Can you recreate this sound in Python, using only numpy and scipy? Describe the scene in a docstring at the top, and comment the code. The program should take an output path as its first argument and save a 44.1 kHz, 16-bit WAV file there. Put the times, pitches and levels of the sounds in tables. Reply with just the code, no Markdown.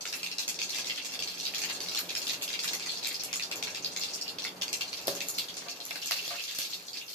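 """Seeds fry in hot oil in a steel pot, over the soft roar of a gas burner in a small tiled kitchen.
From the start, steam leaves them in short squeaks and oil spatters after each; oil films burst in
sharp spits. It all scatters round bowl and room, over a sizzle that thins as the seeds dry.
About five seconds in, a steel ladle knocks the pot, then scrapes and stirs, and the sizzle swells."""
import sys
import numpy as np
from scipy import signal
from scipy.fft import rfft, irfft
from scipy.io import wavfile

SR = 44100
rng = np.random.default_rng(int(sys.argv[2]) if len(sys.argv) > 2 else 0)


def store_wav(level_fs):
    """Save 16-bit WAV to argv[1]."""
    pcm = np.round(np.clip(np.atleast_2d(level_fs), -1, 1) * 32767)
    wavfile.write(sys.argv[1], SR, pcm.T.astype(np.int16))


N = 314874
T = np.arange(N) / SR
HIT_GAIN = np.sqrt(SR / 100)  # brings a sound of unit energy to 0 dB over 10 ms

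# The pot's rim, rung by bursts and ladle. Each row: pitch in Hz, level in dB, t60 in seconds.
RIM_MODES = [(1663, -8, .65), (2400, -18, 0.32), (2670, -13, .15), (2722, -5, 0.22), (2790, -13, .12),
             (4290, -13, 0.08), (5518, -10, 0.19)]


def undb(db):
    """Decibels to gain."""
    return 10 ** (np.asarray(db) / 20)


def unit(x):
    """Scale each row to an energy of one."""
    return x / np.sqrt(np.sum(x ** 2, axis=-1, keepdims=True) + 1e-18)


def freqs(size):
    """Frequencies of an FFT of this size, kept above zero."""
    return np.maximum(np.arange(size // 2 + 1) * SR / size, 1)


def colour(points, size):
    """EQ curve in dB: (Hz, dB) points joined on a log-frequency axis."""
    hz, db = np.transpose(points)
    return np.interp(np.log(freqs(size)), np.log(hz), db)


def shape(x, db):
    """Causal filter with this dB response, built from its cepstrum."""
    size = x.shape[-1]
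    cepstrum = irfft(db * np.log(10) / 20, size)
    cepstrum[..., 1:size // 2] *= 2
    cepstrum[..., size // 2 + 1:] = 0
    return irfft(rfft(x) * np.exp(rfft(cepstrum)), size)


def add(out, s, sound):
    """Mix a sound (channels x samples) in at time s."""
    i = int(np.clip(s * SR, 0, N - 1))
    out[:, i:i + sound.shape[1]] += sound[:, :N - i]


def convolve(x, response):
    """Pass a sound through a left and a right response."""
    return signal.oaconvolve(x, response, axes=-1)[:, :x.shape[1]]


def grit(size, spike):
    """Noise in which a few strong impulses stand out; spike = 1 is smooth."""
    x = rng.standard_normal(size)
    return np.sign(x) * np.abs(x) ** spike


def ring(modes, size=16384):
    """Decaying modes, each reaching left and right with its own phase."""
    t, out = T[:size], 0
    for hz, db, t60 in modes:
        phase = min(hz / 1000, 2) * rng.standard_normal((2, 1))
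        out += undb(db) * unit(np.cos(2 * np.pi * hz * t + phase) * undb(-60 * t / t60))
    return out


def kitchen(bowl_db=7, echo_db=0, room_db=0, t60=0.2, late_db=-21, late_t60=0.23, size=20000):
    """Direct sound, quick reflections in the bowl, a few slaps, a wash off the tiles, a faint tail."""
    # Slaps off the stove wall and other hard surfaces. Each row: rough delay in seconds, level in dB.
    slaps = [(.009, -3.5), (.0155, -7.5), (.023, -9)]
    t = T[:size]
    tiles, late, bowl, *paths = grit((3 + len(slaps), 2, size), spike=1.37)
    bowl_fade = np.exp(-t / 0.0029)
    near = undb(bowl_db) * unit(bowl * bowl_fade)
    near[[0, 1], [0, 3]] += 1  # direct sound, three samples later on the right
    walls = 0
    for (s, db), path in zip(slaps, paths):
        delay = int(SR * s * rng.uniform(0.93, 0.95))
        walls += undb(db + echo_db) * np.roll(unit(path * bowl_fade), delay, axis=1)
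    build_up = np.clip(t / 0.008 - 0.5, 0, 1)
    wash = undb(room_db) * unit(tiles * build_up * undb(-60 * t / t60))
    tail = undb(late_db) * unit(late * build_up * undb(-60 * t / late_t60))
    return unit(unit(near) + walls + wash + tail)


def burner(flame_db=1, flutter_db=1.9, flutter_points=60):
    """The gas flame's soft roar flutters a little and keeps the pot humming."""
    # The flame's fader. Each row: time in seconds, level in dB.
    flame_fader = [(0.0, -52), (2.0, -52), (4.2, -50), (5.0, -50), (5.36, -50), (5.52, -55), (7.14, -58)]
    # The roar's tone. Each row: frequency in Hz, gain in dB.
    flame_eq = [(20, -38), (45, -30), (65, -17.5), (90, -5.5), (150, -7.5), (230, -5.5), (350, 0),
                (550, 0.5), (750, 2), (1000, -2), (1600, -6.5), (3000, -11.5), (8000, -22.5), (15000, -20)]
    # The pot's hum. Each row: centre in Hz, width in Hz, level in dB over the flame.
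    hum_peaks = [(131, 15, 6), (180.1, 10, 17.5), (270.7, 29, 10), (420, 160, 3.5), (569, 10, 2.5)]
    f = freqs(N)
    hum = sum(undb(db) ** 2 / (1 + (2 * (f - hz) / width) ** 2) for hz, width, db in hum_peaks)
    gain = undb(colour(flame_eq, N)) * np.sqrt(1 + hum)
    roar = unit(irfft(rfft(rng.standard_normal((2, N))) * gain, N)) * np.sqrt(2 * N)
    flutter = np.interp(T, np.linspace(0, T[-1], flutter_points), rng.standard_normal(flutter_points))
    return roar * undb(np.interp(T, *np.transpose(flame_fader)) + flame_db + flutter_db * flutter)


def steel(pitch_hz, octaves, rim_db=2):
    """Ladle and rim ring together, most strongly in the modes near this pitch."""
    # The ladle, damped by the hand. Each row: pitch in Hz, level in dB, t60 in seconds.
    ladle_modes = [(572, 3, 0.15), (701, 8.5, 0.17), (850, -9, 0.049), (1176, -2.5, 0.21),
                   (1325, -1, 0.045), (1530, -4, 0.04), (1826, 1, 0.079), (2140, -1, 0.06),
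                   (2331, -5, 0.11), (2595, -3, 0.05), (2860, -6, 0.074), (3300, -4, 0.07),
                   (3500, -6, 0.11)]
    modes = ladle_modes + [(hz, db + rim_db, t60) for hz, db, t60 in RIM_MODES]
    return ring([(hz, db - 20 * np.log10(1 + (np.log2(hz / pitch_hz) / octaves) ** 2), t60)
                 for hz, db, t60 in modes])


def scraping(scrape_db=-1.5, rasp_db=-3, size=16384):
    """The ladle's edge sticks and slips in gritty steps that rasp and keep the steel ringing."""
    # Each row: start in seconds, length in seconds, level in dB, ring centre in Hz, width in octaves.
    strokes = [(5.651, 0.045, -39.5, 900, 0.81), (5.681, 0.019, -42, 2750, .15),
               (5.778, 0.051, -46.5, 705, 0.5), (5.93, 0.087, -49.5, 650, .3),
               (5.947, 0.025, -39, 2620, 0.097), (6.136, 0.037, -38, 2700, .15),
               (6.18, 0.027, -35, 2780, 0.11), (6.232, 0.21, -44, 2720, 0.13),
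               (6.313, 0.0575, -36, 1100, .7), (6.38, .04, -32.5, 2590, .12), (6.442, .06, -52, 2720, 0.11),
               (6.589, 0.042, -44, 2720, .12), (7.008, .035, -42, 2800, .12)]
    out = np.zeros((2, N))
    for s, length_s, db, hz, octaves in strokes:
        swell = np.sqrt(np.abs(np.sin(np.pi * np.minimum(T[:size] / length_s, 1))))
        slips = grit((2, size), spike=2.5) * swell
        band_db = -30 * np.log10(1 + (np.log2(freqs(size) / hz) / (2 * octaves)) ** 2)
        rasp = unit(shape(slips, band_db))
        ringing = unit(convolve(slips, steel(hz, octaves)))
        add(out, s, undb(db + scrape_db) * (ringing + undb(rasp_db) * rasp))
    return out * HIT_GAIN


def knocking(pot_db=1.5, ladle_db=-1, ring_octaves=0.51, size=16384):
    """Each knock of the ladle shakes stove and pot, and rings its own share of the steel's modes."""
    # Each row: start in seconds, contact time in seconds, levels in dB of thud, body, clank, tick
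    # and ring, ring centre in Hz.
    knocks = [(5.072, 0.00055, -67, -43, -52, -27, -56, 2000),
              (5.080, 0.0015, -68, -28, -38, -26.5, -34, 1310),
              (5.621, 0.003, -74, -62, -44, -52, -46.5, 1520),
              (5.908, 0.0011, -80, -65, -36.5, -34.5, -31.5, 2880),
              (5.957, 0.0016, -72, -57, -39, -32.5, -48, 2300),
              (6.110, 0.0013, -70, -55, -29, -25.5, -40, 1600),
              (6.119, 0.0012, -76, -56, -51, -25, -29, 3400),
              (6.278, 0.002, -58, -53, -50, -31.5, -56, 2700),
              (6.306, 0.002, -70, -56, -43, -44, -35.5, 1000),
              (6.588, 0.0012, -51, -51, -42, -30, -52, 2700)]
    # The pot's low ring. Each row: pitch in Hz, level in dB, t60 in seconds.
    pot_modes = [(137, -10.5, 0.34), (178.8, -4, 1), (238, -12, 0.57), (356, -7, 0.35), (406, 8, 0.73),
                 (497, -1, 0.55), (560, 19.5, 0.39), (593, 3, 0.71), (646, 5, 0.28), (1040, 0, .3)]
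    # A knock's four unpitched layers, dark to bright. Each row: frequency in Hz, gain in dB.
    thud_eq = [(20, -9), (60, 0), (130, 7), (300, 5.5), (1000, -42)]
    body_eq = [(25, -56), (60, -41), (130, -11.5), (240, -11), (380, -4), (650, -5), (850, -17.5),
               (1300, -26), (3000, -46), (8000, -51)]
    clank_eq = [(30, -64), (200, -46), (480, 2), (700, 8.5), (1000, -4.5), (1500, 0), (2200, 5.5),
                (3200, -3), (8000, -22)]
    tick_eq = [(50, -37), (500, -32), (1800, -32.5), (2700, -16.5), (4300, -8), (6000, -21.5), (9000, -25),
               (12000, -23.5)]
    hits, resonance = np.zeros((2, 2, N))
    pot = unit(ring(pot_modes))
    click = signal.unit_impulse(size)[None]
    thud, body = (unit(shape(click, colour(eq, size))) for eq in (thud_eq, body_eq))
    for s, contact_s, thud_db, body_db, clank_db, tick_db, ring_db, ring_hz in knocks:
        push = grit((2, size), spike=2.8) * np.exp(-T[:size] / contact_s)
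        clank, tick = (unit(shape(push, colour(eq, size))) for eq in (clank_eq, tick_eq))
        ringing = unit(convolve(push, steel(ring_hz, ring_octaves)))
        add(hits, s, undb(body_db) * body + undb(clank_db) * clank + undb(tick_db) * tick)
        add(resonance, s, undb(thud_db) * thud + undb(body_db + pot_db) * pot + undb(ring_db) * ringing)
    room = kitchen(echo_db=-4.5, room_db=-2, t60=0.42)
    return undb(ladle_db) * (convolve(hits, room) + resonance) * HIT_GAIN


def whistles(hz, octaves, t, length_s, sputter_s, count, scatter=0.408, glide=0.401):
    """Steam escapes in quick spurts, each a tiny whistle that glides around the burst's pitch."""
    pitch, bend, strength = rng.uniform(-1.005, 1, (3, count, len(hz), 1))
    delay = np.cumsum(rng.exponential(sputter_s, pitch.shape), axis=0)
    age = np.maximum(t - delay + delay[0], 0) / length_s
    track_hz = hz * 2 ** (octaves * (scatter * pitch + glide * bend * (np.minimum(age, 2) - 1)))
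    envelope = undb(0.65 * strength) * age * np.exp(-age ** 2)
    return np.sum(envelope * np.sin(2 * np.pi * np.cumsum(track_hz, axis=-1) / SR), axis=0)


def bursts(rows, whistle_s, sputter_s, jet_s, jet_db, snap_s, spurts, size):
    """Each burst is whistling, a rush of steam around its pitch, and the broad snap of the oil film."""
    # Tone of a squeak through the bowl, and of a bursting film. Each row: frequency in Hz, gain in dB.
    bowl_eq = [(500, 2), (1500, 0), (1900, 0), (2250, 3), (2700, 2.5), (3000, -3.5), (3250, 0), (3900, -3),
               (4400, 2), (5100, -2), (6200, -1), (7400, -2.5), (8600, -8.5), (12000, -9.5)]
    snap_eq = [(200, -21), (600, -38), (1200, -3.5), (3000, -24), (7000, 4), (8500, -7.5), (9500, -4),
               (12000, 0), (14500, -1.5)]
    # Each burst row: start in seconds, squeak in dB, pitch in Hz, width in octaves, snap in dB.
    _, squeak_db, hz, octaves, snap_db = rows.T[:, :, None]
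    t = T[:size]
    steam, film = rng.standard_normal((2, len(rows), size))
    detune = np.log2(freqs(size) / hz) / np.maximum(octaves, 0.15)
    band_db = -30 * np.log10(1 + 0.68 * detune ** 2)
    jet = unit(shape(steam * np.sqrt(t) * np.exp(-t / jet_s), band_db))
    tone = unit(whistles(hz, octaves, t, whistle_s, sputter_s, spurts))
    # narrow bursts whistle, wide ones are mostly rushing steam
    squeak = unit(shape(tone + undb(jet_db) * octaves ** 2.2 * jet, colour(bowl_eq, size)))
    snap = unit(shape(film * np.exp(-t / snap_s), colour(snap_eq, size)))
    return (undb(squeak_db) * squeak + undb(snap_db) * snap) * HIT_GAIN


def bubbles(squeak_db, spread_db, snap_db, snap_spread_db, hz, spread_octaves, width, count):
    """Burst rows for the sizzle: a swarm of bubbles, uneven in timing, size and pitch."""
    # The sizzle thins as the seeds dry and swells when they are stirred.
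    # Each row: time in seconds, squeak level in dB, snap level in dB.
    sizzle_faders = [(0.0, -42, -51.5), (0.2, -48, -53), (0.36, -54, -70), (0.57, -44.5, -63),
                     (0.7, -40.5, -55), (1.09, -43, -56), (1.18, -51, -61), (1.3, -42, -53),
                     (2.36, -47, -54.5), (2.7, -40, -58), (3.52, -50.5, -57), (3.76, -49, -73),
                     (4.06, -42, -65), (4.47, -62.5, -64), (5.09, -43, -57), (5.27, -46.5, -48),
                     (5.65, -47, -60), (5.83, -50.5, -56), (6.1, -42, -50), (6.52, -44.5, -49.5),
                     (6.7, -45, -47.5), (6.85, -49, -59.5), (7.0, -49, -53), (7.14, -51, -50)]
    late, *chance = rng.standard_normal((count, 4)).T
    big, sharp, pitch = np.clip(chance, -2, 2)
    s = (np.arange(count) + late / 2) % count * N / SR / count
    times, *levels = np.transpose(sizzle_faders)
    squeak, snap = (np.interp(s, times, db) for db in levels)
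    squeak += squeak_db + spread_db * big
    snap += snap_db + snap_spread_db * sharp
    return np.c_[s, squeak, hz * 2 ** (spread_octaves * pitch), np.full(count, width), snap]


def froth(stir_s=(6.08, 6.77), bubble_db=-48, spread_db=5, snap_db=-11,
          hz=4200, spread_octaves=0.39, width=0.57, count=130):
    """Burst rows for the crackling froth where the ladle pushes wet seeds over hot steel."""
    when, big, pitch = rng.uniform(-1, 1, (count, 3)).T
    s = np.interp(when, (-1, 1), stir_s)
    db = bubble_db + spread_db * big
    return np.c_[s, db, hz * 2 ** (spread_octaves * pitch), np.full(count, width), db + snap_db]


def spits(s, db, steam_db=-9.5, hz=4850, octaves=1):
    """Burst rows led by the snap of an oil film, with a little high steam."""
    return np.c_[s, db + steam_db, np.full(len(s), hz), np.full(len(s), octaves), db]


def squeaks(snap_db=-18, mean_wait_s=0.015, spatter_db=-14, spread_db=2):
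    """Burst rows led by steam leaving a seed; a moment after each, the oil spatters."""
    # The loud squeaks. Each row: start in seconds, level in dB, pitch in Hz, width in octaves.
    vents = [(.008, -33, 4420, 0.64), (0.054, -31.5, 4270, 1.33), (0.126, -29, 4300, 1.06),
             (.135, -34, 2440, .3), (.231, -29, 4450, 1.3), (.262, -30.5, 4500, 0.96),
             (0.314, -30.5, 4300, 0.79), (.383, -25, 4570, 0.7), (.393, -28, 4560, .9),
             (0.424, -33, 4600, 0.88), (0.479, -25.5, 4840, 1.1), (0.589, -29, 3930, 0.69),
             (.616, -26, 3860, 0.85), (0.694, -28.5, 4930, 0.58), (0.722, -39, 3800, 0.85),
             (.746, -29, 4030, 1.2), (0.784, -30, 4320, 2), (0.845, -34, 4200, 0.92),
             (.87, -34.5, 4740, 0.71), (.897, -25.5, 3800, 0.76), (0.96, -35.5, 4300, 1.4),
             (1.047, -31.5, 4300, 1.9), (1.12, -36.5, 4230, 0.91), (1.138, -31, 4120, 0.94),
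             (1.191, -29, 4680, 0.57), (1.223, -27.5, 4360, 0.78), (1.274, -28.5, 4180, 0.69),
             (1.399, -31, 4900, 0.73), (1.409, -43, 4250, 0.54), (1.452, -27, 4240, 0.52),
             (1.467, -28.5, 4350, 0.52), (1.536, -36.5, 2720, 0.41), (1.546, -26.5, 4100, 0.78),
             (1.581, -29.5, 4400, 0.8), (1.617, -28, 4720, 0.89), (1.636, -26.5, 3860, 0.93),
             (1.698, -29.5, 3800, 2.3), (1.804, -29.5, 4620, 0.96), (1.861, -36, 4500, 1.3),
             (1.885, -27.5, 4380, 0.65), (1.948, -27, 4800, 1.06), (1.973, -24.5, 4180, 0.7),
             (2.094, -30.5, 4280, 0.73), (2.151, -26.5, 4600, 1.1), (2.169, -30.5, 4450, 0.58),
             (2.217, -30.5, 4900, 0.77), (2.268, -26.5, 4030, .55), (2.295, -24.5, 3860, 0.68),
             (2.333, -30.5, 4150, 0.85), (2.422, -30.5, 4630, 1.2), (2.478, -31, 4560, 0.69),
             (2.503, -33.5, 4130, 1), (2.529, -29, 4390, 0.81), (2.591, -28.5, 4500, 0.66),
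             (2.635, -30, 4250, 1.2), (2.678, -26, 4070, 0.79), (2.643, -35, 2100, 0.56),
             (2.711, -38, 810, 0.24), (2.732, -28.5, 3670, 0.95), (2.796, -33, 4300, 1.1),
             (2.861, -34, 3680, 1.7), (2.892, -27.5, 4200, 0.46), (2.919, -32, 4070, 0.4),
             (2.955, -35, 4400, 0.29), (2.972, -33.5, 4830, 0.63), (3.028, -30.5, 4320, 0.67),
             (3.046, -28, 3860, 0.66), (3.057, -32.5, 2570, 0.5), (3.104, -32.5, 4290, 0.31),
             (3.11, -38.5, 2010, 0.33), (3.142, -30.5, 4850, 0.44), (3.196, -30, 4930, 0.4),
             (3.329, -26, 4600, 1.4), (3.396, -30.5, 3500, 0.82), (3.423, -26.5, 4200, 0.55),
             (3.513, -28.5, 4270, 1.2), (3.523, -35, 3160, 0.68), (3.626, -26, 4180, 0.78),
             (3.67, -32, 3180, 0.78), (3.673, -37, 2030, 0.37), (3.746, -30, 4380, 0.77),
             (3.771, -34.5, 4400, 0.88), (3.846, -25, 4440, 0.33), (3.963, -27, 4300, 1.1),
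             (4.012, -28, 5000, 0.39), (4.034, -28, 4130, 0.68), (4.134, -29.5, 5340, 0.26),
             (4.212, -27.5, 5260, 0.53), (4.279, -29.5, 4380, 0.53), (4.385, -29.5, 4320, 0.58),
             (4.42, -33.5, 4660, .75), (4.44, -28, 4370, 0.64), (4.449, -32.5, 2320, 0.26),
             (4.467, -32, 3760, 0.51), (4.613, -29.5, 4260, 0.63), (4.62, -26, 4200, 0.95),
             (4.68, -32.5, 5030, 0.95), (4.729, -23.5, 5430, 0.96), (4.809, -25.5, 4060, 0.67),
             (4.929, -29, 4400, 0.79), (4.971, -37, 4720, 0.54), (5.014, -41, 4350, 0.85),
             (5.205, -28.5, 4100, 1.25), (5.212, -35.5, 2370, 0.27), (5.38, -31, 4780, 0.79),
             (5.384, -25, 3900, 0.4), (5.483, -35.5, 3590, 0.23), (5.568, -39, 4820, 0.39),
             (5.684, -35, 3750, 0.8), (5.714, -40, 4600, 0.48), (5.802, -34, 3820, 0.49),
             (6.023, -33.5, 3560, 0.45), (6.072, -31.5, 4700, 0.63), (6.29, -33.5, 4300, 0.39),
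             (6.478, -32.5, 3800, 0.64), (6.511, -34.5, 4200, 1.4), (6.616, -29.5, 4720, 0.72),
             (6.648, -32, 4410, 0.65), (6.733, -31, 4320, 0.48), (6.882, -34.5, 4340, 0.44),
             (6.931, -34, 4750, 0.54), (6.971, -33, 4730, 0.51), (7.013, -40, 3250, 0.2),
             (7.081, -37.5, 4120, 0.49)]
    rows = np.array(vents, float)
    s, db = rows.T[:2]
    wait, big = rng.uniform(-1, 1, (len(rows), 2)).T
    spatter = spits(s + mean_wait_s * (1 + wait), db + spatter_db + spread_db * big)
    return np.vstack([np.c_[rows, db + snap_db], spatter])


def spots(events, bowl_db, count, rim_db=-15.5):
    """Deal (start, sound) events to spots in the oil; each has its own echoes and rings the rim."""
    out = 0
    for spot in range(count):
        oil = np.zeros((1, N))
        for s, sound in events[spot::count]:
            add(oil, s, sound[None])
        room = kitchen(bowl_db)
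        rim = undb(rim_db + rng.uniform(-4, 3)) * ring(RIM_MODES, size=20000)
        out += convolve(oil, room + rim)
    return out


def frying(seed_db=-1, spit_db=-2):
    """Squeaks and bubbles sound from deep in the bowl; spits burst on top and arrive more directly."""
    # The loud spits of bursting oil films, along with a sharp knock on the pot at 5.151 s that is played the
    # same way. Each row: start in seconds, level in dB.
    spit_cues = [(0.156, -34), (.383, -44), (.488, -26.5), (0.695, -36), (1.192, -45), (1.583, -36),
                 (1.991, -27), (2.179, -33.5), (2.25, -35), (2.28, -31.5), (2.32, -36), (2.42, -37),
                 (2.429, -27.5), (2.643, -28.5), (2.736, -29.5), (3.073, -28), (3.128, -35.5), (3.236, -27),
                 (3.358, -27), (3.558, -32.5), (3.626, -34), (3.846, -40), (3.996, -34), (4.15, -33),
                 (5.013, -41), (5.071, -25.5), (5.151, -29), (5.286, -25.5), (5.292, -30.5), (5.384, -27),
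                 (5.569, -33), (5.853, -32), (6.059, -27.5), (6.549, -31.5), (6.586, -27.5), (7.11, -44)]
    seeds, films = squeaks(), spits(*np.transpose(spit_cues))
    lesser = bubbles(squeak_db=6.5, spread_db=3, snap_db=7, snap_spread_db=1,
                     hz=4638, spread_octaves=0.32, width=0.686, count=190)
    plinks = bubbles(squeak_db=-7.5, spread_db=4, snap_db=-16, snap_spread_db=5,
                     hz=2560, spread_octaves=0.09, width=0.33, count=90)
    tiny = bubbles(squeak_db=-8.5, spread_db=6, snap_db=-2, snap_spread_db=3.5,
                   hz=4560, spread_octaves=0.4, width=0.66, count=1100)
    # loud seeds vent at once; a spit is one sharp snap
    loud = bursts(seeds, whistle_s=0.0006, sputter_s=0.0006, jet_s=0.0009, jet_db=11,
                  snap_s=0.0002, spurts=5, size=640)
    sharp = bursts(films, whistle_s=0.0005, sputter_s=0.0005, jet_s=0.0008, jet_db=10,
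                   snap_s=0.00028, spurts=2, size=512)
    slow = np.vstack([lesser, plinks])  # lesser seeds sputter for a moment
    sputter = bursts(slow, whistle_s=0.00085, sputter_s=0.00207, jet_s=0.0052, jet_db=9.5,
                     snap_s=0.00054, spurts=3, size=768)
    fine = np.vstack([tiny, froth()])  # the smallest bubbles give one short whistle
    soft = bursts(fine, whistle_s=0.00067, sputter_s=0.001, jet_s=0.0022, jet_db=9.5,
                  snap_s=0.00022, spurts=1, size=384)
    deep = [*zip(seeds[:, 0], undb(seed_db) * loud), *zip(slow[:, 0], sputter), *zip(fine[:, 0], soft)]
    on_top = [*zip(films[:, 0], undb(spit_db) * sharp)]
    return spots(deep, bowl_db=7, count=13) + spots(on_top, bowl_db=1.5, count=4)


def scene():
    """Oil, ladle and flame together."""
    return frying() + knocking() + scraping() + burner()


def record(dry, top_hz=14300):
    """Two close microphones share the low notes; a steep low-pass cuts the top."""
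    # Stereo width. Each row: frequency in Hz, side gain in dB.
    side_eq = [(25, -3), (70, -13), (150, -13.5), (300, -12.5), (550, -8.5), (1000, -0.5)]
    mid, side = (dry[0] + dry[1]) / 2, (dry[0] - dry[1]) / 2
    side = irfft(rfft(side) * undb(colour(side_eq, N)), N)
    low_pass = signal.ellip(10, 0.1, 50, top_hz, fs=SR, output="sos")
    return signal.sosfiltfilt(low_pass, np.array([mid + side, mid - side]))


dry = scene()
out = record(dry)
store_wav(out)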